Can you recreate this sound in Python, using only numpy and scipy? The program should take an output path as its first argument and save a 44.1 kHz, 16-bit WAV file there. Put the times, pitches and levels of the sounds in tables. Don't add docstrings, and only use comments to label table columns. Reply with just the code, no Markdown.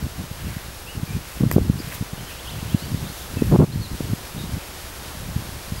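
import sys
import numpy as np
from scipy import signal
from scipy.fft import rfft, irfft
from scipy.io import wavfile
from scipy.ndimage import uniform_filter1d, map_coordinates

SR = 44100
rng = np.random.default_rng(int(sys.argv[2]) if len(sys.argv) > 2 else 0)


def wav_record(signal):
    frames = np.transpose(np.atleast_2d(signal))
    bounded = np.clip(frames, -1, 1)
    quanta = np.round(bounded * 32767).astype(np.int16)
    wavfile.write(sys.argv[1], SR, quanta)


N = 255780
TIME = np.arange(N) / SR


def port_wind(rumble_db=0.2, flutter_db=6.5):
    # frequency in Hz, level in dB.
    rumble_spectrum = [(15, -17), (30, -19), (60, 0), (110, 0.5), (150, -2.5), (230, -11), (350, -19.5),
                       (600, -31.5), (1200, -56)]
    # middle in seconds, level in dB, centre in Hz.
    eddies = [(.315, -19.5, 118), (0.569, -16.5, 135), (1.034, -11.5, 133), (1.153, -11, 147),
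              (1.41, -8, 198), (1.437, -2.5, 206), (1.466, -7.5, 140), (1.565, 3, 183), (1.583, -4, 384),
              (1.7, -1.5, 156), (2.013, -13, 122), (2.026, -15.5, 178), (2.135, -17.5, 134),
              (2.748, -2, 162), (2.947, -9, 134), (3.372, -15, 211), (3.423, -3.5, 225), (3.519, -10, 148),
              (3.561, -8, 580), (3.591, 2.5, 159), (3.607, -3, 150), (3.76, -8.5, 137), (4.007, -12.5, 236),
              (4.135, -8.5, 167), (5.365, -10, 130), (5.724, -15, 134)]
    buffet_db = buffeting()
    lulls = np.minimum(drift(35), .5)
    strength = from_db(buffet_db + rumble_db + flutter_db * lulls)
    rumble = strength * turbulence(rumble_spectrum, even_s=0.25)
    return rumble + splutter(eddies) + puffs(buffet_db) + eddy_swings(eddies) + blasts()


def buffeting(calm_db=-49):
    # middle in seconds, half length in seconds, level in dB.
    gusts = [(0.043, 0.033, -26.5), (0.204, 0.042, -31.5), (0.462, 0.062, -29), (0.674, 0.027, -33.5),
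             (0.994, 0.042, -28.5), (1.152, 0.054, -24), (1.438, 0.049, -21), (1.604, .085, -23.5),
             (1.767, 0.047, -25), (1.905, 0.076, -36), (2.202, .035, -30.5), (2.64, .11, -30.5),
             (2.92, 0.087, -29.5), (3.06, 0.045, -29.5), (3.538, 0.19, -25), (3.797, 0.049, -23.5),
             (3.932, 0.023, -25.5), (4.09, 0.067, -28.5), (4.405, 0.049, -27), (4.531, 0.059, -28.5),
             (5.346, 0.26, -35.5), (5.755, 0.077, -30.5)]
    power = from_db(calm_db) ** 2 + sum((from_db(db) * bump(s, half)) ** 2 for s, half, db in gusts)
    return 10 * np.log10(power)


def eddy_swings(eddies, steepness=4.0, reach_s=.04):
    out = np.zeros(N)
    for (s, db, hz), turn in zip(eddies, rng.random(len(eddies))):
        passing_s = (2 * steepness - 1) / (4 * np.pi * hz)
        near = slice(max(int((s - reach_s) * SR), 0), int((s + reach_s) * SR))
        swing = np.exp(2j * np.pi * turn) / (1 - 1j * (TIME[near] - s) / passing_s) ** steepness
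        out[near] += from_db(db) * swing.real
    return out


def blasts(edge_s=0.0057):
    # start in seconds, length in seconds, level in dB.
    bursts = [(3.512, 0.0524, -10), (3.594, 0.055, -9)]
    # frequency in Hz, level in dB.
    blast_spectrum = [(30, -42), (70, -9), (140, 5), (290, -5), (400, -6), (900, -22), (1400, -31.5),
                      (2500, -65)]
    blowing = sum(from_db(db) * np.clip(np.minimum(TIME - s, s + length - TIME) / edge_s, 0, 1)
                  for s, length, db in bursts)
    return blowing * turbulence(blast_spectrum, even_s=0.005)


def puffs(buffet_db, count=175, puff_db=8.0, spread_db=6, puff_hz=150):
    jitter, strength, size = rng.random((count, 3)).T
    when = (np.arange(count) + jitter) / count * TIME[-1]
    db = np.interp(when, TIME, buffet_db) + puff_db + spread_db * (2 * strength - 1)
    return eddy_swings(np.column_stack([when, db, puff_hz * 2 ** (size - .5)]))


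def splutter(eddies, gain_db=-16, breakup_hz=200, half_s=0.0043):
    # frequency in Hz, level in dB.
    rim_spectrum = [(250, 13), (450, 14.5), (750, -15), (1100, -5.5), (1500, -18), (2500, -33)]
    breaking = sum(from_db(db) * min(hz / breakup_hz, 1) ** 4 * bump(s, half_s) for s, db, hz in eddies)
    return from_db(gain_db) * breaking * turbulence(rim_spectrum, even_s=0.004)


def foliage(leaf_db=-41.5, grain_db=-7, flutter_db=0.48, far_db=-40, far_follows=0.81,
            freshen_db=2, freshen_middle_s=2.2, freshen_s=0.87):
    # frequency in Hz, level in dB.
    leaf_spectrum = [(700, -9.5), (1600, -1), (3200, -0.5), (5000, -2), (7800, -5.5), (10000, -5),
                     (12000, -3.5), (14000, -8.5), (15500, -15.5)]
    # frequency in Hz, level in dB.
    far_spectrum = [(30, 5.5), (70, 9.5), (170, -14), (350, -3), (600, -5), (900, -6), (1500, -9),
                    (3000, -22.5)]
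    breeze_db = freshen_db * np.clip(.5 + (TIME - freshen_middle_s) / freshen_s, 0, 1)
    contacts = rng.standard_normal(N) + from_db(grain_db) * grains(per_s=5000, spread_db=5.0)
    near = from_db(leaf_db + breeze_db + flutter_db * drift(25)) * coloured(contacts, leaf_spectrum)
    far = from_db(far_db + far_follows * breeze_db) * coloured(rng.standard_normal(N), far_spectrum)
    return near + far


def footsteps():
    # frequency in Hz, level in dB.
    mulch_spectrum = [(900, 0), (1700, 6), (2600, 3), (4000, -11), (8000, -38)]
    litter_spectrum = [(2500, -6), (6000, -4), (9500, -4.5), (12500, 0.5), (14500, -7), (15700, -4)]
    # middle in seconds, half length in seconds, crunch in dB, swish in dB.
    scuffs = [(0.518, 0.16, -44.5, -46), (1.352, 0.1, -44.5, -42.5), (1.882, 0.13, -45, -43.5),
              (1.923, 0.0062, -34.5, -49), (1.949, 0.014, -48, -38.5), (2.307, 0.04, -43.5, -46),
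              (3.192, 0.11, -60, -42), (3.475, 0.1, -47, -43.5)]
    mulch = coloured(grains(per_s=6000, spread_db=-1), mulch_spectrum)
    litter = coloured(grains(per_s=6000, spread_db=-1), litter_spectrum)
    return sum(bump(s, half) * (from_db(crunch_db) * mulch + from_db(swish_db) * litter)
               for s, half, crunch_db, swish_db in scuffs)


def twig_snaps():
    # centre in Hz, width in Hz, dB per pass.
    fibre_modes = [(4900, 900, -1), (7000, 2200, -3), (9400, 1800, -.5), (11850, 700, 2.8),
                   (14150, 800, 2.2)]
    wood_modes = [(450, 420, 2.5), (2120, 520, 1)]
    # start in seconds, crack in dB, wood ring in dB, seconds to fall 60 dB.
    snaps = [(1.514, -16.5, -12, 0.011), (1.524, -25.5, -53, 0.033), (1.533, -35, -46, 0.14),
             (1.949, -30, -53, .014)]
    crack, wood = ringing_noise(fibre_modes), ringing_noise(wood_modes)
    out = np.zeros(N)
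    for s, crack_db, wood_db, t60 in snaps:
        dying = (TIME >= s) * from_db(-60 * np.clip((TIME - s) / t60, 0, 2))
        out += dying * (from_db(crack_db) * crack + from_db(wood_db) * wood)
    return out


def birds(echo_db=-6, echo_t60_s=.55):
    # start and length in seconds, first, middle and last pitch in Hz,
    # level in dB, rasp as a share of pitch.
    chirps = [(.86, .06, 2480, 2820, 2950, -38, .002), (1.06, .11, 2330, 2400, 2420, -42.5, .04),
              (1.782, .04, 4950, 4850, 4500, -38, .045), (2.465, .045, 2850, 3200, 4700, -36, .005),
              (2.77, .095, 3500, 4300, 4650, -43, .015), (3.365, .045, 2700, 2600, 2530, -40, .02),
              (3.715, .032, 3850, 4250, 4430, -38, .003), (3.808, .062, 4470, 4230, 3680, -36, .003),
              (4.365, .085, 3620, 3780, 3750, -41, .035), (5.77, .03, 4900, 4850, 4750, -43, .02)]
    song, wobble = np.zeros(N), drift(450)
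    for s, length, first, middle, last, db, rasp in chirps + warbler():
        on = (TIME >= s) & (TIME < s + length)
        progress = (TIME[on] - s) / length
        glide = np.polyval(np.polyfit([0, .5, 1], [first, middle, last], 2), progress)
        pitch = glide * (1 + rasp * wobble[on])
        swell = np.sqrt(np.abs(np.sin(np.pi * progress)))
        song[on] += from_db(db) * swell * np.sin(2 * np.pi * np.cumsum(pitch) / SR)
    trunks = rng.standard_normal(SR) * from_db(-60 * TIME[:SR] / echo_t60_s)
    echo = signal.fftconvolve(song, trunks / np.linalg.norm(trunks))[:N]
    return song + from_db(echo_db) * echo


def warbler(every_s=.07, note_s=.05, rise_octaves=.22, range_octaves=0.19, rasp=0.035, unevenness=.3):
    # start and end in seconds, centre pitch in Hz, level in dB.
    phrases = [(2.17, 2.88, 2950, -42.5), (2.95, 3.23, 3800, -44.5), (4.5, 4.64, 2200, -46)]
    notes, sweep = [], rise_octaves * np.array([-.5, 0, .5])
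    for start, end, hz, db in phrases:
        for s in np.arange(start, end - note_s / 2, every_s):
            late, *wander = rng.uniform(-1, 1, 4)
            glide = hz * 2 ** (sweep + range_octaves * np.array(wander))
            notes.append((s + late * unevenness * every_s, note_s, *glide, db, rasp))
    return notes


def electronics_whine(hz=15653, rms_db=-60):
    return from_db(rms_db) * np.sqrt(2) * np.sin(2 * np.pi * hz * TIME)


def from_db(db):
    return 10 ** (np.asarray(db) / 20)


def rms_one(x):
    return x / np.sqrt(np.mean(x ** 2) + 1e-20)


def bump(s, half):
    return np.exp(-np.minimum(((TIME - s) / half) ** 2, 20))


def drift(rate):
    knots = rng.standard_normal(4096)
    return rms_one(map_coordinates(knots, [TIME * rate], order=2, mode="wrap"))


def grains(per_s, spread_db):
    sizes = from_db(spread_db * np.minimum(rng.exponential(1, N), 4)) * rng.choice([-1, 1], N)
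    return rms_one(sizes * (rng.random(N) < per_s / SR))


def coloured(x, spectrum):
    hz, db = np.transpose(spectrum)
    f = np.maximum(np.arange(N // 2 + 1) * SR / N, 1)
    skirts = 1 / np.sqrt((1 + (hz[0] / 2 / f) ** 4) * (1 + (f / hz[-1] / 2) ** 4))
    shape = from_db(np.interp(np.log(f), np.log(hz), db))
    return rms_one(irfft(rfft(x) * skirts * shape, N))


def evened(x, even_s):
    size = int(even_s * SR) + 1
    return x / np.sqrt(uniform_filter1d(uniform_filter1d(x * x, size), size) + 1e-6)


def turbulence(spectrum, even_s):
    return evened(coloured(rng.standard_normal(N), spectrum), even_s)


def resonate(x, modes):
    out = np.zeros(N)
    for k, (hz, width, db) in enumerate(modes):
        r = np.exp(-np.pi * width / SR)
        poles = [1, -2 * r * np.cos(2 * np.pi * hz / SR), r * r]
        out += (-1) ** k * from_db(db) * (1 - r * r) / 2 * signal.lfilter([1, 0, -1], poles, x + 1e-18)
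    return out


def ringing_noise(modes):
    ringing = resonate(resonate(rng.standard_normal(N), modes), modes)
    return evened(rms_one(ringing), even_s=0.0021)


def limiter(x, threshold_db=-17, listen_s=0.16, attack_s=0.034, release_db_per_s=15):
    def smooth(v, seconds):
        r = np.exp(-1 / (seconds * SR))
        return signal.lfilter([1 - r], [1, -r], v)
    level_db = 10 * np.log10(smooth(np.mean(x * x, axis=0), listen_s) + 1e-12)
    over_db = np.maximum(level_db - threshold_db, 0)
    held_db = np.maximum.accumulate(over_db + release_db_per_s * TIME) - release_db_per_s * TIME
    return x * from_db(-smooth(held_db, attack_s))


def scene():
    mono = foliage() + port_wind() + footsteps() + twig_snaps() + birds() + electronics_whine()
    return np.array([mono, mono])


def record(dry, cutoff_hz=15750):
    lowpass = signal.ellip(12, .1, 80, cutoff_hz, fs=SR, output="sos")
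    return signal.sosfilt(lowpass, np.tanh(limiter(dry)))


dry = scene()
out = record(dry)
wav_record(out)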